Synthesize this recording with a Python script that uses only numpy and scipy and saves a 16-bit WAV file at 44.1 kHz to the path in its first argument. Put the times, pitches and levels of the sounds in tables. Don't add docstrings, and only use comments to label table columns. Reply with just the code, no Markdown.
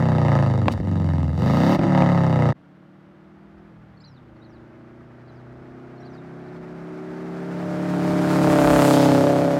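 import sys
import numpy as np
from scipy import signal
from scipy.fft import rfft, irfft, next_fast_len
from scipy.io import wavfile
from scipy.ndimage import uniform_filter1d

SR = 44100
rng = np.random.default_rng(int(sys.argv[2]) if len(sys.argv) > 2 else 0)


def generate_wav(sig):
    pcm = np.round(np.clip(np.atleast_2d(sig).T, -1, 1) * 32767).astype(np.int16)
    wavfile.write(sys.argv[1], SR, pcm)


def amplitude_ratio(level_db):
    exponent = np.asarray(level_db, float) / 20
    return 10 ** exponent


N = 422919
TIME = np.arange(N) / SR
CUT_S, FADE_S = 2.53, 0.034

# (time [s], speed [cycles/s])
PARKED_SPEED = [(0, 32.8), (.63, 25), (.74, 25.4), (.86, 24.5), (1.355, 19.1), (1.46, 23.7), (1.74, 37.7),
                (1.79, 38.4), (2.0, 36.1), (2.53, 29.3)]
DRIVING_SPEED = [(2.56, 36.2), (3.69, 41.03), (3.85, 39.35), (4.03, 37.8), (4.16, 32), (4.3, 29.07),
                 (4.54, 29.13), (5.75, 31.75), (6.73, 33.62), (7.36, 35), (7.85, 35.65), (8.3, 35.6),
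                 (8.87, 33.88), (9.15, 33.35), (9.45, 33.17), (9.59, 33.5)]
# (time [s], effort [dB])
PARKED_EFFORT = [(0, -29.5), (.16, -29.5), (.35, -25.5), (.64, -36.5), (.77, -33), (.87, -39), (1.13, -36),
                 (1.355, -39.5), (1.46, -29.5), (1.74, -23.5), (1.79, -28), (1.9, -28.5), (1.99, -22),
                 (2.05, -25), (2.3, -29), (2.53, -26)]
# (time [s], level [dB])
DRIVING_DRONE = [(2.56, -52.5), (3.69, -48.5), (3.88, -50), (4.15, -49.5), (4.3, -49), (4.54, -47),
                 (5.12, -46), (6.0, -41.5), (6.73, -37.5), (7.36, -32), (7.85, -25), (8.1, -20.5),
                 (8.24, -20.5), (8.47, -16.5), (8.87, -15), (9.15, -15), (9.59, -20.5)]

COASTING = [-9.5, -2.5, 0, -19.5, -7.5, -15.5, -12, -24, -19.5, -15.5, -27, -26.5, -30.5, -14.5, -24.5, -29,
            -19.5, -20, -11.5, -29]
COASTING_SLOW = [-21, 0.5, -11.5, -11, -2, -10, -9, -37, -15, -14.5, -14.5, -22, -20.5, -31, -25, -42,
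                 -26.5, -29.5, -27.5, -28]
THROTTLE = [-6.5, -5, 1.5, -5, -2, -1, -7, -5, -17.5, -17, -18.5, -24, -13, -14.5, -20.5, -17.5, -14, -32,
            -12, -24]
LOW_GEAR = [-21.5, -3.5, 0.5, -31, -12.5, -6, -7, -28, -33, -27, -23, -32, -16.5, -32, -16, -27, -31, -34,
            -37, -38]
SHIFTING = [0, 2.5, 1.5, -12, -8, -3.5, -20, -31, -15, -28, -27, -19, -21, -13, -24, -34, -35, -28, -41,
            -41]
HIGH_GEAR = [-21, 0.5, -3, -13.5, -6, 0, -13.5, -8, -1, -4.5, -11.5, -15, -15, -26, -39, -21, -11, -22, -14,
             -12]
NEARING = [-25, -10, 4, -12, -2, -9, -1, -12, 1, -16, -12, -36, -25.5, -29, -12.5, -11, -14, -28, -20, -26]
ABREAST = [-15, -6, 3.5, -38, -10, -2, -1, -36, -9.5, -18, -13, -30, -19, -28, -5, -20, -22, -18, -35, -38]
PASSING = [-15.5, -4.5, -1, -40, -13.5, 0, 0, -54, -9, -13.5, -7, -26, -7, -44, 0.5, -12, -7.5, -18, -9,
           -19]
# (start [s], end [s], set of levels [dB])
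PARKED_LOADS = [
    (0, 0.547, COASTING),
    (0.895, 1.349, COASTING_SLOW),
    (1.429, 1.745, THROTTLE),
    (1.81, 2.5, COASTING),
]
ROAD_LOADS = [
    (2.5, 3.64, LOW_GEAR),
    (3.72, 4.078, SHIFTING),
    (4.267, 6.0, HIGH_GEAR),
    (6.913, 7.27, NEARING),
    (7.688, 8.28, ABREAST),
    (8.59, 9.596, PASSING),
]

# (place [share of cycle], drone [dB], front [dB])
PARKED_FIRING = [(0, 0, 0), (.263, -5, -3.5), (.455, -4, -5), (.68, -9, -8)]
DRIVING_FIRING = [(0, 0, 0), (.23, 0, -4), (.467, -3, -10), (.76, -3, -9)]
PARKED_MARKS_S = [.283, .462, .657, .7765, .79, .872, 1.135, 1.33, 1.377, 1.498, 1.603, 1.774, 1.787,
                  2.061, 2.39]
DRIVING_MARKS_S = [8.587, 8.791, 9.028, 9.239, 9.537]
# (start [s], end [s])
FUEL_CUTS = [
    (.66, 0.85),
    (1.769, 1.88),
]
# (time [s], loss [dB], length [s])
MISFIRES = [(0.751, 7.5, .02), (0.823, 8.5, 0.018), (1.331, 2, 0.036), (1.782, 4.5, 0.023)]
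# (time [s], peak [dB], thump over peak [dB])
AFTERFIRE = [
    (0.682, -5.5, -6.5),
    (0.717, -28.5, -10),
    (0.787, -38, 5),
    (0.802, -53, 35.5),
    (1.792, -15.5, 1),
    (1.834, -17.5, -2),
    (1.975, -15, -11),
    (2.021, -8.5, -6),
]

# (frequency [Hz], width [Hz], level [dB])
PIPE_MODES = [(150, 140, -6), (275, 100, 1)]
# (frequency [Hz], level [dB])
PIPE_RESPONSE = [(40, -12), (75, -1.5), (400, -1.5), (440, -16), (480, 1), (520, -6.5), (700, -53)]
# (frequency [Hz], density [dB per Hz])
BANG_COLOUR = [(300, -27), (600, 8.5), (900, 7.5), (1400, -7), (2200, -8), (3500, -17), (8000, -37),
               (15500, -56)]
PARKED_COLOUR = [(260, -36), (450, -25.5), (530, 11.5), (723, -4), (851, -4.5), (1160, -15), (1250, -3.5),
                 (1520, -17), (1860, -18.5), (2190, -18.5), (2400, -26.5), (3040, -27), (3370, -27.5),
                 (3910, -26.5), (15500, -40)]
DRIVING_COLOUR = [(420, -6), (720, -7), (768, -4), (829, -4.5), (1400, -10.5), (1820, -17), (4760, -18),
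                  (6310, -21), (15500, -34)]
FLOW_COLOUR = [(18, -58.5), (30, -20), (134, -10), (252, 1), (298, -0.5), (361, -9.5), (481, -2.5),
               (800, -5), (1040, -55.5), (1760, -120)]
SWEEP_TURNS, SWEEP_START = 1.3, -.2

# (level at -30 dB [dB], slope [dB/dB], open throttle [dB])
PARKED_DRONE = (-16.5, 0.29, -0.11)
PARKED_LAYERS = [(-30, 1.08, .1), (-51, 0.72, 6.7), (-67, .45, 3.5), (-75.5, 0.53, 17)]
THROTTLE_OPEN_S, THROTTLE_SHUT_S, THROTTLE_MOVE_S, THROTTLE_FIRST_SHARE = 1.36, 1.765, 0.025, .62
JET_COASTING, JET_THROTTLE, JET_FUEL_CUT = 0.31, 0.4, 0.21
SPIT_DB = [.1, 16, 20, 28]
SPIT_S, SPIT_LENGTH_S = .725, 0.0089

# (level at -30 dB drone [dB], slope [dB/dB], abreast [dB])
DRIVING_LAYERS = [(-50.5, 1.05, 5.5), (-45.5, 0.83, 7.5), (-60, 1.19, 7.5), (-71, 1.41, 10.5),
                  (-75, 1.49, 10.5)]
ABREAST_S = [9.02, 8.78, 8.97, 8.89, 8.88]
NEARING_S, LEAVING_S = 0.31, 0.14
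FRONT_WHEELS_S, FRONT_WHEELS_LENGTH_S, FRONT_WHEELS_SHARE = 8.32, 0.054, .3
PULSES_LOW_GEAR, PULSES_HIGH_GEAR, PULSES_ABREAST = 0.1, 0.04, .2
GEAR_HOME_S, PULSES_ABREAST_S = 5.2, 8.75

# (time from the phrase's peak [s], pitch [Hz], level [dB])
TOP_NOTE = [(-.065, 6800, -24), (-.045, 7500, -25), (-.03, 7200, -20), (-.02, 7100, -26)]
PIP = [(-.08, 4400, -12), (-.072, 4350, -10), (-.064, 4200, -12)]
LEAD_IN = [(-.05, 3800, -8), (-.04, 4700, -8), (-.033, 5300, -2), (-.02, 4700, -1)]
HOOK = [(-.017, 3650, 0), (-.005, 4220, 3), (0, 4870, 9), (.014, 4170, 6), (.03, 4100, 0), (.045, 3850, -2)]
FALL = [(.012, 6250, -16), (.03, 5880, -8), (.07, 5250, -3.5), (.1, 4650, -8), (.125, 3800, 2),
        (.15, 3100, -14)]
FLAT = [(-.055, 5600, -12), (-.04, 5800, -12), (-.025, 5700, -7)]
WIDE_HOOK = [(-.032, 4000, -1), (-.012, 3850, 1), (-.004, 4400, -1), (.003, 4750, 1), (.012, 4250, 2),
             (.025, 3950, -1), (.04, 3800, -2)]
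STEEP_FALL = [(.035, 6330, -6), (.065, 5760, -9), (.095, 4700, -2), (.125, 3900, -5), (.15, 3400, -7)]
BUSY, PLAIN = [TOP_NOTE, PIP, LEAD_IN, HOOK, FALL], [PIP, FLAT, WIDE_HOOK, STEEP_FALL]
# (time [s], level [dB], notes)
SONG = [
    (4.05, -62, BUSY),
    (4.44, -70, PLAIN),
    (5.275, -72, PLAIN),
    (6.054, -62, PLAIN),
    (6.465, -70, PLAIN),
]
# (delay [s], level [dB])
TRUNK_ECHOES = [(.005, -7), (.012, -14), (.024, -20), (.041, -22)]

# (frequency [Hz], density [dB per Hz])
BREEZE_COLOUR = [(20, -27), (60, -1), (200, 6.5), (500, -7.5), (1500, -25), (3000, -21), (7000, -40.5),
                 (15500, -47.5)]
BREEZE_DB, WIND_DB, WIND_LUMPS_DB, WIND_RISES_S = -57, -58.5, -1.5, 3.2
# (time [s], rise over the breeze [dB], length [s])
GUSTS = [
    (5.55, 5, .1),
    (6.595, 3, 0.089),
    (8.3, 15, .3),
    (8.732, 24, 0.11),
    (9.122, 14, .1),
]


def parked_car():
    (per_s,), (effort_db,) = in_time(PARKED_SPEED), in_time(PARKED_EFFORT)
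    throttle = step(THROTTLE_OPEN_S, THROTTLE_MOVE_S) - step(THROTTLE_SHUT_S, THROTTLE_MOVE_S / 3)
    throttle *= np.interp(TIME, [THROTTLE_OPEN_S, THROTTLE_SHUT_S], [THROTTLE_FIRST_SHARE, 1])
    missed_db = sum(loss_db * bump(s, length_s) for s, loss_db, length_s in MISFIRES)
    drone_db = following(effort_db, throttle, PARKED_DRONE) - missed_db
    spit = bump(SPIT_S, SPIT_LENGTH_S)
    upper_db = [following(effort_db, throttle, layer) - missed_db + spit_db * spit
                for layer, spit_db in zip(PARKED_LAYERS, SPIT_DB)]
    cycle = cycles(per_s, PARKED_MARKS_S)

    low = drone(per_s, cycle, PARKED_LOADS, PARKED_FIRING, wobble_db=1.5, stumble_db=3.0)
    low += .13 * pipe_turbulence()

    gas = gas_pulses(cycle, PARKED_FIRING, scatter_db=.8, puff_ms=3., puff_db=-16)
    gas = coloured(gas, [(1500, 0), (4000, -4), (12000, -7)])
    flow = JET_COASTING + JET_THROTTLE * throttle + JET_FUEL_CUT * unsteadiness()
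    gas += np.clip(flow, .25, 1.5) * pipe_jet()
    ground_delay = round(SR / 945.)
    gas += amplitude_ratio(-5) * np.roll(coloured(gas, [(5000, 0), (8000, -20)]), ground_delay)
    gas = coloured(gas, PARKED_COLOUR, swept=True)
    upper = in_bands(gas, [480, 2400, 6500, 10500, 17000], upper_db)
    return amplitude_ratio(drone_db) * coloured(low, PIPE_RESPONSE) + upper + afterfire()


def driving_car():
    (per_s,), (drone_db,) = in_time(DRIVING_SPEED), in_time(DRIVING_DRONE)
    front = FRONT_WHEELS_SHARE * bump(FRONT_WHEELS_S, FRONT_WHEELS_LENGTH_S)
    abreast = []
    for s in ABREAST_S:
        length_s = np.where(TIME < s, NEARING_S, LEAVING_S)
        abreast.append(1 / (1 + ((TIME - s) / length_s) ** 2) + front)
    upper_db = [following(drone_db, near, layer) for near, layer in zip(abreast, DRIVING_LAYERS)]
    cycle = cycles(per_s, DRIVING_MARKS_S)

    low = drone(per_s, cycle, ROAD_LOADS, DRIVING_FIRING, wobble_db=1.5, stumble_db=3.0)
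    low += amplitude_ratio(-12 - 5 * abreast[0]) * pipe_turbulence()

    share = PULSES_LOW_GEAR + (PULSES_HIGH_GEAR - PULSES_LOW_GEAR) * step(GEAR_HOME_S, .3)
    share += PULSES_ABREAST * bump(PULSES_ABREAST_S, 0.23)
    facing = np.clip(share + np.interp(TIME, [7.3, 8.7], [.05, .55]), 0, .85)
    gas = gas_pulses(cycle, DRIVING_FIRING, scatter_db=1.2, puff_ms=2.5, puff_db=-22)
    silencer = [(700, 5), (1500, 1), (3000, -4), (6000, -12), (12000, -18)]
    pulsed = coloured(np.sqrt(facing) * gas, silencer, swept=True)
    upper = coloured(pulsed + np.sqrt(1 - facing) * tyre_roar(), DRIVING_COLOUR)
    return amplitude_ratio(drone_db) * low + in_bands(upper, [740, 960, 2400, 6500, 10500, 17000], upper_db)


def drone(per_s, cycle, loads, firing, wobble_db, stumble_db):
    place, strength_db, _ = np.transpose(firing)
    moments = [s for start, end, _ in loads for s in (start, end)]
    slow, fast = drift(2.38, count=22), drift(27.0, count=22)
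    stumble = unsteadiness()[::64] + .07
    count = len(stumble)
    out = 0
    for k in range(3, 23):
        held_db = [table[k - 3] for *_, table in loads for _ in range(2)]
        level_db = np.interp(TIME[::64], moments, held_db)
        level_db += wobble_db * slow[k - 1, :count] + stumble_db * stumble * fast[k - 1, :count]
        lined_up = np.angle(np.sum(amplitude_ratio(strength_db) * np.exp(-2j * np.pi * k * place)))
        lag = sweep(k * per_s[::64]) + .14 * stumble * fast[-k, :count]
        phase = 2 * np.pi * (k * cycle - per_sample(lag)) + lined_up
        out = out + per_sample(amplitude_ratio(level_db)) * np.cos(phase)
    return evened(out)


def gas_pulses(cycle, firing, scatter_db, puff_ms, puff_db):
    fronts = np.zeros(N)
    for place, _, front_db in firing:
        at = np.flatnonzero(np.diff(np.floor(cycle - place)) > 0)
        scatter = scatter_db * rng.standard_normal(N // 500)[:len(at)]
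        scatter = scatter - 6 * unsteadiness()[at]
        fronts[at] = amplitude_ratio(front_db + scatter)
    decay = np.exp(-1000 / (puff_ms * SR))
    puffs = signal.lfilter([1], [1, -decay], fronts) * rng.standard_normal(N)
    puffs = signal.sosfilt(signal.butter(2, 1500, "high", fs=SR, output="sos"), puffs)
    return evened(fronts + amplitude_ratio(puff_db) * puffs)


def afterfire():
    s, peak_db, thump_db = np.transpose(AFTERFIRE)
    at = (s * SR).astype(int)
    crack, thump = np.zeros(N), np.zeros(N)
    crack[at] = amplitude_ratio(peak_db)
    thump[at] = amplitude_ratio(peak_db + thump_db)
    hiss = signal.lfilter([1], [1, -np.exp(-1 / (.0025 * SR))], crack + 1e-18) * rng.standard_normal(N)
    out = amplitude_ratio(4.5) * coloured(hiss + 5 * crack, BANG_COLOUR, swept=True)
    for hz, width_hz, level_db in PIPE_MODES:
        r, w = np.exp(-np.pi * width_hz / SR), 2 * np.pi * hz / SR
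        boom = signal.lfilter([0, np.sin(w)], [1, -2 * r * np.cos(w), r * r], thump + 1e-18)
        out += amplitude_ratio(level_db + 2) * boom
    return out


def pipe_turbulence():
    return evened(coloured(rng.standard_normal(N), FLOW_COLOUR))


def pipe_jet():
    return coloured(rng.standard_normal(N), [(600, -10), (1300, -6), (2500, 0), (12000, 0)])


def tyre_roar():
    tread = coloured(rng.standard_normal(N), [(900, -3), (1700, 3), (3000, 0)])
    return tread * amplitude_ratio(1.33 * per_sample(drift(11.3, count=1)[0]))


def cycles(per_s, marks_s):
    count = np.cumsum(per_s) / SR
    slip = np.unwrap(np.interp(marks_s, TIME, count) % 1, period=1)
    return count - np.interp(TIME, marks_s, slip)


def unsteadiness():
    inside = sum((TIME > start) & (TIME < end) for start, end in FUEL_CUTS)
    return uniform_filter1d(inside * 1., SR // 50)


def sweep(hz):
    return SWEEP_TURNS * np.log(hz / 1000) - SWEEP_START


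def bird():
    out = np.zeros(N)
    for start_s, level_db, notes in SONG:
        for note in notes:
            s, hz, shape_db = np.transpose(note)
            t = np.arange(s[0], s[-1], 1 / SR)
            pitch = np.interp(t, s, hz) * (1 + .012 * rng.standard_normal())
            whistle = np.sin(2 * np.pi * np.cumsum(pitch) / SR) * signal.windows.tukey(len(t), .3)
            at = int((start_s + s[0]) * SR)
            out[at:at + len(t)] += amplitude_ratio(level_db + np.interp(t, s, shape_db)) * whistle
    out *= amplitude_ratio(4.7 * per_sample(drift(45.8, count=1)[0, :N // 64 + 1]))
    return out + sum(amplitude_ratio(db) * np.roll(out, int(s * SR)) for s, db in TRUNK_ECHOES)


def open_air():
    breeze = amplitude_ratio(BREEZE_DB) * evened(coloured(rng.standard_normal(N), BREEZE_COLOUR), span_s=3.9)
    band = signal.butter(2, [30, 75], "band", fs=SR, output="sos")
    lumps = signal.sosfilt(band, rng.standard_normal(N))
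    gust_db = sum(rise_db * bump(s, length_s) for s, rise_db, length_s in GUSTS)
    gust_db = gust_db + 25 * (step(WIND_RISES_S, .15) - 1)
    gust_db += WIND_LUMPS_DB * per_sample(drift(5.5, count=1)[0, :N // 64 + 1])
    return breeze + amplitude_ratio(WIND_DB + gust_db) * lumps / lumps.std()


def coloured(x, spectrum, swept=False):
    size = next_fast_len(N + 8192)
    hz = np.maximum(np.arange(size // 2 + 1) * SR / size, 10)
    points_hz, level_db = np.transpose(spectrum)
    gain = amplitude_ratio(np.interp(np.log(hz), np.log(points_hz), level_db))
    response = gain * np.exp(-2j * np.pi * swept * sweep(hz))
    return irfft(rfft(x, size) * response, size)[:N]


def in_bands(x, edges_hz, levels_db):
    out = 0
    for low, high, level_db in zip(edges_hz, edges_hz[1:], levels_db):
        band = signal.sosfiltfilt(signal.butter(2, [low, high], "band", fs=SR, output="sos"), x)
        out = out + amplitude_ratio(level_db) * evened(band)
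    return out


def following(control_db, extra, layer):
    base_db, slope, extra_db = layer
    return base_db + slope * (control_db + 30) + extra_db * extra


def evened(x, span_s=.12):
    return x / np.sqrt(uniform_filter1d(x ** 2, int(span_s * SR)) + 1e-14)


def in_time(rows):
    s, *columns = np.transpose(rows)
    return [np.interp(TIME, s, column) for column in columns]


def drift(rate_hz, count):
    r = np.exp(-128 * np.pi * rate_hz / SR)
    noise = rng.standard_normal((count, N // 64 + 501))
    slow = signal.lfilter([1], [1, -2 * r, r * r], noise)[:, 500:]
    return slow / slow.std()


def per_sample(slow):
    return np.interp(np.arange(N) / 64, np.arange(len(slow)), slow)


def bump(at_s, length_s):
    return np.exp(-.5 * ((TIME - at_s) / length_s) ** 2)


def step(at_s, length_s):
    return .5 + .5 * np.tanh((TIME - at_s) / length_s)


def scene():
    first = np.clip((CUT_S - TIME) / FADE_S, 0, 1) ** 0.59
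    second = np.clip((TIME - CUT_S) / FADE_S, 0, 1)
    return (first * parked_car() + second * (driving_car() + bird() + open_air()))[None]


def roll_off(x):
    return signal.sosfilt(signal.butter(12, 15720, fs=SR, output="sos"), x)


def record(dry):
    dry = signal.sosfilt(signal.butter(3, 55, "high", fs=SR, output="sos"), dry)
    mix = 0.81 * np.tanh(dry / 0.75)
    return roll_off(mix)


dry = scene()
out = record(dry)
generate_wav(out)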